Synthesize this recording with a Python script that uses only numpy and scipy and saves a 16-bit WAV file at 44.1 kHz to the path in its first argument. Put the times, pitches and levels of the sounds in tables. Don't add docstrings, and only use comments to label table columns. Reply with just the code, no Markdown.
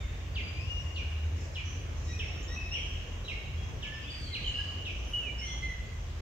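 import sys
import numpy as np
from scipy import signal
from scipy.io import wavfile
from scipy.ndimage import uniform_filter1d

SR = 44100
rng = np.random.default_rng(int(sys.argv[2]) if len(sys.argv) > 2 else 0)


def how_loud(loudness_db):
    steps = np.asarray(loudness_db, float) / 20
    return 10 ** steps


def generate_wav(signal):
    frames = np.transpose(np.atleast_2d(signal))
    scaled = np.clip(frames, -1, 1) * 32767
    pcm = np.round(scaled).astype(np.int16)
    wavfile.write(sys.argv[1], SR, pcm)


N = 273861


def evened(x):
    return x / np.sqrt(np.mean(x ** 2) + 1e-20)


def read(points, hz):
    f, value = np.transpose(points)
    return np.interp(np.log(hz + 1), np.log(f + 1), value)


def add(mix, start_s, sound):
    part = mix[:, max(round(start_s * SR), 0):][:, :sound.shape[1]]
    part += sound[:, :part.shape[1]]


def drift(n, rate_hz):
    knots = rng.standard_normal(500)
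    return np.interp(np.arange(n) / SR * rate_hz, np.arange(len(knots)), knots)


# pitch_hz, likeness (1 = identical)
MIC_LIKENESS = [(40, 0.93), (100, 0.98), (180, 0.85), (350, 0.71), (700, 0.21), (1400, 0.02),
                (16000, 0.033)]
# pitch_hz, left_minus_right_db
AMBIENCE_LEAN = [(60, 0.5), (180, -0.5), (550, -1.5), (1650, -3), (4970, 2.5), (15000, 3)]


def hiss(spectrum, size, patchy_db):
    frames = 4 * N // size + 5
    hz = np.fft.rfftfreq(size, 1 / SR)
    a, b, c, d, patches = rng.standard_normal((frames, len(hz), 5)).T
    patches = uniform_filter1d(patches, size=12, axis=0)
    patches = evened(uniform_filter1d(patches, size=16, axis=1))
    same = np.clip(read(MIC_LIKENESS, hz), -1, 1)[:, None]
    left = a + 1j * b
    right = same * left + np.sqrt(1 - same ** 2) * (c + 1j * d)
    z = np.array([left, right])
    z *= how_loud(read(spectrum, hz)[:, None] + patchy_db * patches)
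    z *= how_loud(np.array([.5, -.5])[:, None] * read(AMBIENCE_LEAN, hz))[:, :, None]
    return evened(signal.istft(z, nperseg=size, noverlap=size * 3 // 4)[1][:, :N])


# time_s, pitch_hz, level_db
FIRING_TONE = [(0.0, 72.9, -55), (.4, 75, -45), (.95, 76.73, -40.5), (1.302, 77.25, -32.5),
               (1.55, 79.6, -45), (2.1, 80.2, -38), (2.4, 81.1, -46.5), (3.0, 79.5, -41.5),
               (3.2, 78.2, -51), (3.6, 76.9, -41), (3.9, 77.4, -55), (4.301, 77.5, -40.5), (4.6, 77, -80),
               (5.7, 75.5, -48.5), (6.2, 79.3, -37)]
# middle_s, length_s, pitch_hz, level_db
PASSING_DRONES = [(.5, 2.5, 88, -41.5), (.5, 1.9, 58, -42.5), (1.305, 0.25, 90.2, -38.5),
                  (1.722, 0.3, 88.8, -41.5), (3.188, 0.36, 85, -44), (3.6, 0.23, 87, -40),
                  (4.763, 0.46, 87.1, -41.5), (5.024, 0.1, 60, -34.5), (5.452, 0.57, 60, -40.5),
                  (6.1, 0.61, 45.9, -43), (3.1, 0.83, 42.37, -43)]


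def engines(t):
    s, hz, db = np.transpose(FIRING_TONE)
    hz = np.interp(t, s, hz) * (1 + 0.01146 * drift(N, rate_hz=7.99))
    level_db = np.interp(t, s, db) + 1.4 * drift(N, rate_hz=7.6)
    out = how_loud(level_db) * np.sin(2 * np.pi * np.cumsum(hz) / SR)
    for middle, length, hz, db in PASSING_DRONES:
        wobble = 0.84 * drift(N, rate_hz=4.1)
        swell_db = db - 40 * ((t - middle) / length) ** 2
        out = out + how_loud(swell_db) * np.sin(2 * np.pi * hz * t + wobble)
    return np.sqrt(2) * out


# pitch_hz, density_db (per Hz)
RUMBLE_COLOUR = [(15, -44), (25, -40), (40, 0.5), (55, 6.5), (70, -1.5), (95, -0.5), (125, -3.5),
                 (170, -16), (260, -36), (340, -54.5)]
# pitch_hz, density_db (per Hz)
AIR_COLOUR = [(88, -35), (150, -6), (205, -9), (661, -14), (921, -18.5), (1120, -16), (1310, -19.5),
              (1750, -17), (2750, -16.5), (4470, -26.5), (6480, -22.5), (8680, -40), (9760, -67.5),
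              (11400, -43.5), (15900, -40.5)]
# time_s, level_db
TRAFFIC_NEARNESS = [
    (0.0, 1),
    (1.3, 0.1),
    (2.3, 2.2),
    (3.0, 1.2),
    (4.1, -0.5),
    (4.9, 1.5),
    (6.2, -0.7),
]


def background():
    t = np.arange(N) / SR
    near_db = np.interp(t, *np.transpose(TRAFFIC_NEARNESS))
    rumble = hiss(RUMBLE_COLOUR, size=4096, patchy_db=1.7) * how_loud(-41 + 0.27 * near_db)
    air = hiss(AIR_COLOUR, size=1024, patchy_db=1.48)
    town = signal.lfilter(*signal.butter(1, 3000 / SR), air)
    haze = air - town
    return rumble + engines(t) + town * how_loud(-48 + near_db) + haze * how_loud(-51.0)


# pitch_hz, t60_s
GROVE_DECAY = [(1500, 0.62), (3000, 1.42), (6000, 0.98), (10000, 0.39)]
# delay_s, level_db
WALL_ECHOES = [
    (.011, -8.5),
    (0.021, -7),
    (.031, -14.5),
    (.047, -12),
    (.066, -24.5),
    (0.095, -29),
]


def trunks():
    taps = np.zeros((2, SR))
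    at = np.arange(200, SR - 20, 20) + rng.integers(0, 20, (2, (SR - 201) // 20))
    np.put_along_axis(taps, at, rng.choice([-1., 1.], at.shape), 1)
    hz, t, z = signal.stft(taps, SR, nperseg=256)
    decay = how_loud(-60 * t / read(GROVE_DECAY, hz)[:, None])
    tail = signal.istft(z * decay, SR, nperseg=256)[1]
    song_band = signal.lfilter(*signal.butter(2, [.08, .2], "band"), tail[0])
    tail *= how_loud(1.44) / np.linalg.norm(song_band / .35)
    tail += 0.088 * tail[::-1]
    offsets = rng.integers(-30, 30, (len(WALL_ECHOES), 2))
    for (s, db), (late, skew) in zip(WALL_ECHOES, offsets):
        tail[[0, 1], round(s * SR) + late + np.array([skew, -skew]) // 5] += how_loud(db)
    return tail


def grove(x, paths):
    sway = 2 * np.pi * .43 * np.arange(N) / SR
    shares = np.cos(sway), np.sin(sway)
    return sum(signal.fftconvolve(x * share, path, axes=1)[:, :N] for share, path in zip(shares, paths))


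def scatter():
    t = np.arange(1500) / SR
    hits = rng.random(1500) < .03
    copies = rng.standard_normal(1500) * hits * np.exp(-t / 0.01) * .1
    copies[0] = 1
    return copies[None] / np.linalg.norm(copies)


def sing(hz, levels_db, place, edge_s, flutter_db=3.0):
    lean_db, lead_ms, hoarse = place
    n = len(hz)
    hz = hz * (1 + 0.0043 * drift(n, rate_hz=50.4) + 0.0535 * hoarse * drift(n, rate_hz=330))
    turns = np.cumsum(hz) / SR + np.array([[.5], [-.5]]) * hz * lead_ms / 1000
    rasp_db = 5.0 * hoarse * drift(n, rate_hz=300)
    tone = 0
    for k, db in enumerate(levels_db, start=1):
        level_db = db + rasp_db + flutter_db * drift(n, rate_hz=70.4)
        tone = tone + how_loud(level_db) * np.sin(2 * np.pi * k * turns)
    edges = signal.windows.tukey(n, min(2 * edge_s * SR / n, 1))
    return np.sqrt(2) * tone * edges * how_loud([[lean_db / 2], [-lean_db / 2]])


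def far_chorus():
    out = np.zeros((2, N))
    for when, pitch, bend, long, loud, side in rng.random((70, 6)):
        length = round((0.0344 + 0.16 * long) * SR)
        hz = 1900 * 3.7 ** pitch * np.linspace(1, .93 + 0.1 * bend, length)
        level_db = -64.0 - 8.0 * pitch - 13.0 * loud
        place = (5.3 * (side - .5), side - .5, .3)
        add(out, when * N / SR, sing(hz, [level_db], place, edge_s=0.033))
    return out


# start_s, length_s, pitch_hz, width_hz, level_db
BUZZ_EVENTS = [(0.0, 0.044, 7030, 1360, -71), (1.354, 0.13, 6030, 2440, -58), (1.64, 0.14, 6060, 650, -55),
               (1.934, 0.22, 6200, 1910, -60.5), (3.91, 0.27, 2870, 1150, -53.5),
               (4.058, 0.4, 8040, 750, -70.5), (4.39, .1, 3900, 1200, -53), (4.5, .28, 4700, 1000, -62),
               (4.45, 0.054, 6820, 1110, -56.5), (4.861, 0.37, 6010, 960, -64),
               (5.06, 0.16, 10800, 1950, -69.5)]


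def buzzes():
    out = np.zeros((2, N))
    for s, length, hz, width_hz, db in BUZZ_EVENTS:
        n = round(length * SR)
        grains = rng.standard_normal((2, SR))[:, :n] * how_loud(3.9 * drift(n, rate_hz=100))
        band = signal.lfilter(*signal.butter(4, width_hz / SR), grains)
        climb = 1 + 0.01514 * np.linspace(-1, 1, n)
        carrier = np.cos(2 * np.pi * np.cumsum(hz * climb) / SR)
        add(out, s, how_loud(db) * evened(band * carrier) * signal.windows.tukey(n, .3))
    return out


def notes(rows, place, glide_s, rise_s, fade_db, throat=None):
    calls = []
    for s, length, first_hz, last_hz, db in rows:
        t = np.arange(0, length, 1 / SR)
        ease = np.sin(np.pi / 2 * np.minimum(t / min(glide_s, length), 1)) ** 2
        hz = first_hz + (last_hz - first_hz) * ease
        rise_db = 20 * np.log10(np.clip(t / rise_s, .01, 1))
        effort_db = db + fade_db * (t / length) ** 1.13 + rise_db
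        levels_db = [effort_db]
        if throat:
            levels_db = [effort_db + read(throat, k * hz) for k in range(1, 6)]
        calls.append((s, sing(hz, levels_db, place, edge_s=0.0025, flutter_db=1.5 + 7.0 * place[2])))
    return calls


# start_s, length_s, first_hz, last_hz, level_db
SEEP_NOTES = [
    (1.05, 0.097, 8930, 8800, -82),
    (2.16, 0.069, 8250, 8000, -77),
    (2.375, .08, 6000, 6480, -56),
    (2.42, .035, 7500, 6600, -52),
    (2.49, 0.051, 9310, 9590, -82),
    (2.76, .05, 9170, 9100, -70),
    (3.62, 0.1, 5920, 6063, -66),
    (4.48, 0.25, 8450, 8300, -72.5),
    (5.52, .16, 8550, 8400, -77),
]


def seeps():
    return notes(SEEP_NOTES, (2.9, 0.023, 0.485), glide_s=0.053, rise_s=0.033, fade_db=-8.5)


# start_s, length_s, first_hz, last_hz, level_db
LEFT_NOTES = [
    (.22, 0.13, 2840, 2900, -65),
    (.545, .85, 1049, 1058, -65.5),
    (1.53, .035, 5200, 5100, -59),
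    (2.6, .07, 5150, 5200, -60),
    (3.57, 0.12, 3310, 3305, -54.5),
    (4.04, .04, 2550, 2700, -54),
    (4.08, 0.035, 3030, 3010, -49),
    (4.26, 0.05, 3180, 3230, -54),
    (4.56, 0.056, 4970, 5030, -59),
    (4.65, 0.096, 4680, 4570, -65),
]


def left_whistles():
    return notes(LEFT_NOTES, (5, 0.022, 0.33), glide_s=0.32, rise_s=.012, fade_db=-8)


# start_s, length_s, first_hz, last_hz, level_db
RIGHT_NOTES = [(0.0, 0.057, 2378, 2145, -56), (.335, 0.029, 4810, 4700, -58),
               (.945, 0.025, 4583, 4040, -52), (2.12, 0.11, 2475, 2520, -52.5),
               (2.18, 0.05, 440, 435, -51.5), (3.24, 0.059, 3940, 3814, -50), (4.07, .035, 3500, 3480, -54),
               (4.14, 0.14, 2290, 2260, -62), (4.29, 0.053, 2190, 2074, -54.5),
               (5.01, 0.11, 3110, 3100, -59), (5.22, 0.088, 2870, 2850, -52)]


def right_whistles():
    return notes(RIGHT_NOTES, (-2, -0.039, .25), glide_s=.3, rise_s=0.012, fade_db=-1)


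# start_s, length_s, first_hz, last_hz, level_db
FLUTE_NOTES = [
    (3.82, 0.11, 1710, 1725, -57.5),
    (3.915, 0.1, 1770, 1772, -50.5),
    (4.36, 0.054, 1664, 1632, -60.5),
    (4.58, 0.058, 1675, 1694, -52),
    (5.41, .145, 2160, 2095, -49),
    (5.618, .045, 2076, 2058, -40.5),
    (5.685, .042, 2004, 2026, -41.5),
    (5.74, .14, 2000, 1995, -64),
]
# pitch_hz, level_db
FLUTE_THROAT = [(2100, 3), (3480, -12), (4050, -24), (4200, -9), (4330, -24), (5220, -11), (6300, -17),
                (8400, -34)]


def flutes():
    return notes(FLUTE_NOTES, (-2, -0.034, 0.11), 0.074, 0.011, -6.5, FLUTE_THROAT)


# start_s, length_s, first_hz, last_hz, level_db
REED_NOTES = [
    (2.065, .09, 1890, 1946, -51),
    (2.155, .28, 1836, 1838, -63),
    (2.475, 0.086, 1830, 1955, -48.5),
    (2.64, 0.11, 1870, 1869, -56),
    (5.375, .17, 2600, 2935, -51),
]
# pitch_hz, level_db
REED_THROAT = [(1850, -2), (3750, -4.5), (5510, 6), (5630, -7), (5840, 4), (7500, -24), (8800, -21),
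               (12000, -45)]


def reeds():
    return notes(REED_NOTES, (2, 0.051, 0.13), 0.065, .025, -8, REED_THROAT)


# start_s, length_s, first_hz, last_hz, level_db
SLUR_NOTES = [
    (.43, .14, 2394, 2403, -49.5),
    (.565, .14, 2404, 2875, -48),
    (.695, 0.134, 2864, 2834, -44),
    (.955, .08, 2882, 2920, -48),
]
# pitch_hz, level_db
SLUR_THROAT = [(2400, -3.5), (2870, 1), (4820, -10.5), (5740, -16), (7250, -28), (8600, -36.5),
               (12000, -55)]


def slurs():
    return notes(SLUR_NOTES, (6.1, .14, 0.12), .135, .008, -2.5, SLUR_THROAT)


# start_s, length_s, first_hz, last_hz, level_db
SCOOP_NOTES = [
    (2.705, 0.25, 2647, 3200, -38),
    (5.41, 0.26, 2930, 3294, -38.5),
]
# pitch_hz, level_db
SCOOP_THROAT = [(2600, 4.5), (3300, -4.5), (5200, 4), (6600, -21.5), (7800, -20), (9900, -45), (13000, -60)]


def scoops():
    return notes(SCOOP_NOTES, (.5, 0.082, 0.467), 0.069, 0.035, -22, SCOOP_THROAT)


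# start_s, length_s, first_hz, last_hz, level_db
NEAR_NOTES = [
    (0.0, 0.17, 3630, 3607, -59),
    (2.56, .12, 2590, 2588, -43),
    (.895, 0.025, 2860, 2810, -57),
    (5.133, .064, 2930, 2940, -31.5),
    (5.21, 0.096, 2784, 2326, -39.5),
]


def near_bird():
    return notes(NEAR_NOTES, (-1.5, 0.012, 0.17), glide_s=.3, rise_s=0.0035, fade_db=-3.5)


# start_s, length_s, first_hz, last_hz, level_db
SINGER_NOTES = [
    (4.02, .08, 4810, 4860, -63),
    (4.1, 0.18, 4750, 4535, -54),
    (4.245, .08, 4130, 4070, -54),
    (4.325, .05, 4063, 4040, -42),
    (4.44, .095, 3120, 2870, -39.5),
    (4.535, 0.087, 2860, 2900, -41.5),
    (4.63, 0.188, 3007, 2900, -57.5),
]


def singer():
    return notes(SINGER_NOTES, (-.5, 0.058, 0.488), glide_s=.3, rise_s=0.0059, fade_db=-4.5)


# mid_fall_s, level_db, first_hz, last_hz, fall_s
CHIRP_CALLS = [
    (.365, -39.5, 4630, 1900, 0.024),
    (0.97, -42.5, 4900, 2250, 0.017),
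    (1.563, -42.5, 4878, 2003, 0.026),
    (2.2, -41.5, 3970, 1856, 0.03),
    (2.75, -40.5, 3570, 1900, 0.032),
    (3.287, -40.5, 3982, 1940, 0.031),
    (3.834, -41.5, 4380, 1892, .027),
    (4.35, -40, 4060, 1900, 0.02),
    (4.864, -40.5, 4430, 2150, 0.024),
]
# left_minus_right_db, left_lead_ms, hoarseness (0-1)
CHIRP_PERCH = (-2.0, -.08, .55)


def chirps():
    windpipe = [(1900, -13), (2300, -5), (2650, 0), (2950, 3), (3300, .5), (3800, -9), (4500, -13)]  # Hz, dB
    mid_hz = 2900
    calls = []
    for s, db, first_hz, last_hz, fall in CHIRP_CALLS:
        snap = .55 * fall
        start = -snap * np.log((first_hz - last_hz) / (mid_hz - last_hz))
        t = np.arange(start, .048, 1 / SR)
        hz = last_hz + (mid_hz - last_hz) * np.exp(-t / np.where(t < 0, snap, fall))
        level_db = db + read(windpipe, hz)
        sound = sing(hz, [level_db, level_db - 22], CHIRP_PERCH, edge_s=.004, flutter_db=1.2)
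        calls.append((s + start, sound))
    return calls


def scene():
    ground, wood, haze = background(), [trunks(), trunks()], scatter()
    straight = far_chorus() + buzzes()
    deep = straight.copy()
    birds = [(seeps(), .1), (left_whistles(), .1), (right_whistles(), .1), (flutes(), -0.5), (reeds(), -.1),
             (slurs(), -2.5), (scoops(), .1), (near_bird(), -6), (singer(), .1), (chirps(), 2.5)]
    for calls, wet_db in birds:
        for s, sound in calls:
            add(straight, s, sound)
            add(deep, s, how_loud(wet_db) * sound)
    heard = signal.oaconvolve(straight, haze, axes=1)[:, :N] + grove(deep, wood)
    return (how_loud(-1.0) * heard + ground) * signal.windows.tukey(N, .002)


def top_cut(x):
    return signal.sosfilt(signal.butter(12, 16530, fs=SR, output="sos"), x)


def record(dry):
    edge = signal.firwin(1023, 15760, window=("kaiser", 9), fs=SR)
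    mix = signal.oaconvolve(dry, edge[None], "same")
    return top_cut(mix)


dry = scene()
out = record(dry)
generate_wav(out)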